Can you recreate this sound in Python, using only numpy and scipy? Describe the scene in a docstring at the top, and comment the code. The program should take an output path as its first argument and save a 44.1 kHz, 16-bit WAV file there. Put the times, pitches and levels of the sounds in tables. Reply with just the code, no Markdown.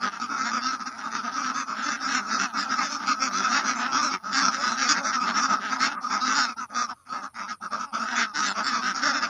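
"""A dry field, a phone microphone some metres from a flock of ducks. From the start the quacks
overlap in bunches, each a train of syrinx pulses and breath ringing through throat and bill.
Crickets trill faintly in the grass with their wings, over soft air and far insects.
From about seven seconds a nearer cricket chirps four times, louder each time, as the ducks go on."""
import sys
import numpy as np
from scipy.fft import rfft, irfft, next_fast_len
from scipy.io import wavfile
from scipy.ndimage import map_coordinates

SR = 44100
rng = np.random.default_rng(int(sys.argv[2]) if len(sys.argv) > 2 else 0)


def to_wav(sig):
    """Store sig (one row per channel, or 1-D mono) as 16-bit WAV at the path in sys.argv[1].

    Samples outside -1..1 are clipped; the rate is SR.
    """
    pcm = np.clip(np.atleast_2d(sig), -1, 1) * 32767
    pcm = np.round(pcm).astype(np.int16)
    wavfile.write(sys.argv[1], SR, pcm.T)  # frames by channels


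N = 409688


def amp(db):
    return 10 ** (np.asarray(db) / 20)


def unit(x):
    return x / np.sqrt(np.mean(x ** 2, axis=-1, keepdims=True) + 1e-20)


def filtered(x, response):
    """x times a complex response of frequency, or several responses as rows."""
    m = next_fast_len(len(x) + 1024, real=True)
    return irfft(rfft(x, m) * response(np.fft.rfftfreq(m, 1 / SR)), m)[..., :len(x)]


def modes(table):
    """Causal response of (Hz, width in Hz, dB) resonances."""
    return lambda f: sum((-1) ** k * amp(db) * 1j * f * w / (c * c - f * f + 1j * f * w)
                         for k, (c, w, db) in enumerate(table))


def falloff(f, hz, order):
    """Response that drops steeply above hz."""
    return 1 / (1 + (1j * f / hz) ** 2 + .7j * f / hz) ** order


def wobble(rate, size):
    """A smooth random curve, rate knots a second."""
    knots = rng.standard_normal(int(size * rate / SR) + 4)
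    return map_coordinates(knots, [np.arange(size) * rate / SR])


def noise_band(hz, width_hz):
    return unit(filtered(rng.standard_normal(N), lambda f: modes([(hz, width_hz, 0)])(f) ** 2))


def individual(table, spread, spread_db):
    """Every bird has its own throat and bill: resonances shifted and reweighted."""
    return modes([(hz * np.exp(spread * rng.standard_normal()), width,
                   db + spread_db * rng.standard_normal()) for hz, width, db in table])


def syrinx(t, arch, pitch_hz, rasp_db):
    """Uneven pulses, each with a puff of breath; in a low voice they are strong and weak in turn."""
    scatter, air, knots = (rng.standard_normal(SR // n) for n in (300, 3, 1000))
    doubled = pitch_hz < 170
    jitter = np.interp(rasp_db, [-12, -3], [.05, .03]) * np.interp(80 * t, np.arange(len(knots)), knots)
    cycles = np.cumsum(pitch_hz * (1 + doubled) * (1 + .08 * arch) * (1 + jitter)) / SR + rng.random()
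    count = cycles // 1
    sizes = amp(2.2 * scatter[count.astype(int)] - 7 * doubled * (count % 2))
    pulses = unit(np.diff(count, prepend=0) * sizes)
    breath = unit(np.exp(-3 * (cycles % 1)) * air[:len(t)])
    return pulses + np.interp(rasp_db, [-12, -3], [.55, .35]) * breath


def quack(length, pitch_hz, rasp_db, chest_db, attack=.018, release=.028):
    """One bird: the syrinx rings chest, throat and bill; a neighbour's body throws back an echo."""
    # Each row of both: resonance in Hz, width in Hz, relative level in dB.
    throat_modes = [(617, 140, -23.5), (905, 142, -17.5), (1249.5, 53.7, 1.5), (1523, 233, -9.5),
                    (2138, 274, -22.5), (2565, 57, -23)]
    bill_modes = [(3528, 67, -11.5), (4326, 170, -15), (4900, 192, -12), (5566, 210, -9.5),
                  (6643, 157, -21.5)]
    t = np.arange(int((length + attack + release) * SR)) / SR
    arch = -(2 * t / t[-1] - .9) ** 2  # peaks at zero just before mid-call
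    ramp = np.clip(np.minimum(t / attack, (t[-1] - t) / release) / 2, 0, 1)
    swell = np.sin(np.pi / 2 * ramp) ** 2 * amp(7 * arch)
    source = syrinx(t, arch, pitch_hz, rasp_db)
    echo = int(rng.uniform(.002, .009) * SR)
    source[echo:] += .37 * source[:-echo].copy()
    effort = min(amp(rasp_db + 8), 1)  # a soft call keeps only the low resonances
    throat, bill = individual(throat_modes, .023, 3.75), individual(bill_modes, .037, 3.23)
    nasal, rasp, chest, hum = unit(filtered(source, lambda f: [
        throat(f) * falloff(f, 3750, order=2) * (effort + (1 - effort) * falloff(f, 1180, order=1)),
        bill(f) * falloff(f, 7550, order=3) * (1 - falloff(f, 4000, order=1)),
        modes([(245, 120, 0)])(f) ** 2,
        modes([(860, 260, 0)])(f) ** 2 * falloff(f, 3000, order=1)]))
    voice = 1.42 * np.exp(-t / .015) * hum  # before the bill opens
    voice += (1 - 1.1 * np.exp(-t / .016)) * nasal + swell ** .27 * amp(rasp_db) * rasp
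    gape = np.cumsum(1.02 + .08 * arch)  # pitch and resonances rise as the bill opens, then sag
    return swell * (map_coordinates(voice, [gape], mode="nearest") + amp(chest_db) * chest)


def in_turn(bunches, longest_s=.115):
    """A long bunch is two birds calling in turn."""
    for start, length, db, rasp_db in bunches:
        birds = 1 + (length > longest_s)
        for k in range(birds):
            yield start + k * length / birds, length / birds, db, rasp_db


def ducks():
    """A near bird and a duller neighbour call almost together; a far bird drawls on as they end."""
    # Each row: start in seconds, length in seconds, throat level in dB, rasp in dB over the throat.
    bunches = [(0, 0.076, -28.5, -11.5), (0.104, 0.072, -38.5, -10.5), (0.195, 0.047, -30, -9.5),
               (0.279, 0.11, -31.5, -13), (.363, 0.15, -30.5, -8.5), (0.505, 0.08, -28.5, -9),
               (0.61, 0.083, -29.5, -4.5), (0.709, 0.051, -32, -11), (0.792, 0.034, -33, -11),
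               (0.853, 0.033, -31.5, -7.5), (0.931, .04, -62, -18), (0.973, 0.029, -35.5, -8.5),
               (1.025, 0.053, -32.5, -16), (1.106, 0.081, -31, -9), (1.225, 0.079, -32.5, -13.5),
               (1.315, 0.18, -31.5, -8), (1.486, 0.036, -32, -18), (1.529, .1, -31, -8.5),
               (1.67, 0.15, -32.5, -13), (1.82, 0.12, -30, -7), (1.998, 0.14, -30.5, -7),
               (2.106, 0.068, -25, -6.5), (2.189, 0.036, -52.5, -16), (2.26, 0.044, -33, -7.5),
               (2.303, .16, -27.5, -6.5), (2.525, 0.064, -30, -14), (2.567, 0.078, -32, -2.5),
               (2.685, .13, -28, -9.5), (2.804, .16, -34, -2), (2.992, 0.07, -37, -13.5),
               (3.057, 0.075, -26, -7), (3.194, 0.074, -26.5, -5), (3.315, 0.095, -28.5, -5.5),
               (3.412, 0.13, -27.5, -8), (3.517, 0.08, -25.5, -5.5), (3.637, 0.091, -29, -4.5),
               (3.741, 0.1, -28.5, -12), (3.913, 0.17, -26.5, -5), (4.095, .055, -27, -9.5),
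               (4.239, .11, -34, -13.5), (4.319, .18, -25.5, -3.5), (4.506, .14, -33, -5),
               (4.612, 0.11, -29, -5), (4.768, 0.081, -26.5, -4.5), (4.871, .062, -24.5, 0),
               (4.937, 0.054, -27, -10), (5.03, 0.076, -28, -5.5), (5.117, 0.046, -26.5, -8.5),
               (5.196, 0.12, -27.5, -11.5), (5.337, .13, -26.5, -5), (5.482, .069, -25, -13),
               (5.579, 0.043, -35, -30), (5.695, 0.054, -29, -10), (5.789, 0.086, -25, -5.5),
               (5.927, 0.081, -36, -48.5), (6.008, .081, -42.5, -12), (6.099, 0.081, -30.5, -5),
               (6.199, 0.11, -27.5, -5.5), (6.332, 0.1, -26, -2), (6.451, 0.079, -33, -12),
               (6.567, 0.053, -32, -12.5), (6.692, 0.045, -39, -18.5), (6.737, 0.11, -29, -6.5),
               (6.877, 0.039, -32.5, -14), (7.052, 0.037, -51, -11.5), (7.085, 0.088, -33, -13.5),
               (7.21, 0.058, -34.5, -16.5), (7.342, 0.094, -35.5, -12), (7.478, .04, -31.5, -10.5),
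               (7.609, 0.061, -34, -16.5), (7.706, 0.14, -31.5, -13.5), (7.925, .12, -28, -14),
               (8.059, 0.093, -31, -12), (8.148, 0.082, -25, -8), (8.339, 0.15, -27.5, -4.5),
               (8.546, 0.065, -28.5, -11.5), (8.63, .073, -28.5, -3.5), (8.719, 0.18, -28, -8.5),
               (8.94, 0.041, -30.5, -3.5), (9.012, 0.11, -25.5, -6), (9.123, 0.074, -28.5, -6),
               (9.206, 0.043, -26, -7)]
    # The flock turns. Each row: time in seconds, chest level in dB over the throat.
    chest_levels = [(3.8, -12.5), (7.5, -16.5), (9.3, -13)]
    # The far side of the flock. Each row: time in seconds, level in dB.
    far_levels = [(0, -46), (3.85, -31), (4.05, -55), (4.3, -34.5), (6.25, -29), (6.4, -63.5), (7.5, -56),
                  (8, -38), (8.4, -41), (9.3, -35)]
    flock = np.zeros(N + 2 * SR)
    for start, length, db, rasp_db in in_turn(bunches):
        length = np.clip(length, .02, .25)
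        near_hz = 286.1 + 4.5 * max(rasp_db, -18)  # the harder the rasp, the higher the voice
        near_hz *= np.exp(.05 * rng.standard_normal())
        if rng.random() < .5 or rasp_db > -5:  # hoarse: an octave down
            near_hz /= 2
        neighbour_hz, far_hz = rng.uniform(190, 290, size=2) / rng.choice([1, 2], size=2, p=[.7, .3])
        chest_db = np.interp(start, *np.transpose(chest_levels))
        far_db = np.interp(start, *np.transpose(far_levels))
        birds = [(-.014, length, near_hz, db, rasp_db),
                 (rng.uniform(-.3, .3) * length, length, neighbour_hz, db + .5, rasp_db - 1),
                 (length - rng.uniform(0, .09), .12, far_hz, far_db, -14)]
        for delay, span, hz, level_db, bird_rasp_db in birds:
            call = amp(level_db) * quack(span, hz, bird_rasp_db, chest_db)
            flock[SR + round((start + delay) * SR):][:len(call)] += call
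    return flock[SR:SR + N]


def trill(rate_hz, ring):
    """Nearly steady wing strokes, each letting through a short burst of the wing's ring."""
    strokes = np.cumsum(rate_hz * (1 + .0051 * wobble(3.34, N))) / SR
    return np.sin(np.pi * strokes) ** 4 * ring


def far_crickets():
    """Wings scrape back in the grass: one cricket holds steady, two swell and fade."""
    chorus = amp(-68) * trill(115.6, noise_band(10700, 700))
    for hz, rate_hz, db in [(9300, 95, -70), (9850, 90, -74)]:
        chorus += amp(db + 6 * np.tanh(2 * wobble(5, N))) * trill(rate_hz, noise_band(hz, 250))
    return chorus


def field():
    """Faint air and far insects; also a thin, very high hiss that fades after about 6.5 seconds."""
    # Each row: frequency in Hz, relative noise density in dB.
    air_spectrum = [(30, -16), (100, 3), (270, -15), (8100, -31), (9200, -20), (11000, -21), (11900, -36),
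                    (13600, -36), (15000, -36)]
    # Each row: time in seconds, level in dB.
    hiss_levels = [(0.0, -89), (3.26, -76), (6.37, -83), (6.75, -87), (6.88, -94), (9.29, -93)]
    hz, db = np.transpose(air_spectrum)
    air = filtered(rng.standard_normal(N), lambda f: amp(np.interp(np.log(f + 1), np.log(hz), db)))
    hiss = noise_band(15000, 900)
    hiss_db = np.interp(np.arange(N) / SR, *np.transpose(hiss_levels)) + 3 * wobble(7, N)
    return amp(-68 + 2 * wobble(6, N)) * unit(air) + amp(hiss_db) * hiss


def near_cricket(chirp_s=.23):
    """Each chirp is a short run of wing strokes, rising in pitch and level."""
    # Each row: start in seconds, peak level in dB.
    chirps = [(6.902, -65), (7.19, -59), (7.503, -56), (7.82, -53.5)]
    t, ring = np.arange(N) / SR, np.zeros(N)
    for start, db in chirps:
        progress = np.clip((t - start) / chirp_s, 0, 1)
        hz = 8700 + 310 * np.clip(1.7 * progress, 0, 1) + 50 * wobble(400, N)
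        swell = amp(db - 7.7 * (1 - progress) ** 2) * (progress > 0) * (progress < 1)
        ring += swell * np.sin(2 * np.pi * np.cumsum(hz) / SR)
    return trill(100, ring)


def scene():
    return (ducks() + far_crickets() + field() + near_cricket())[None]


def record(dry):
    """The phone keeps nothing above its band limit."""
    return filtered(dry[0], lambda f: f < 15500)[None]


dry = scene()
out = record(dry)
to_wav(out)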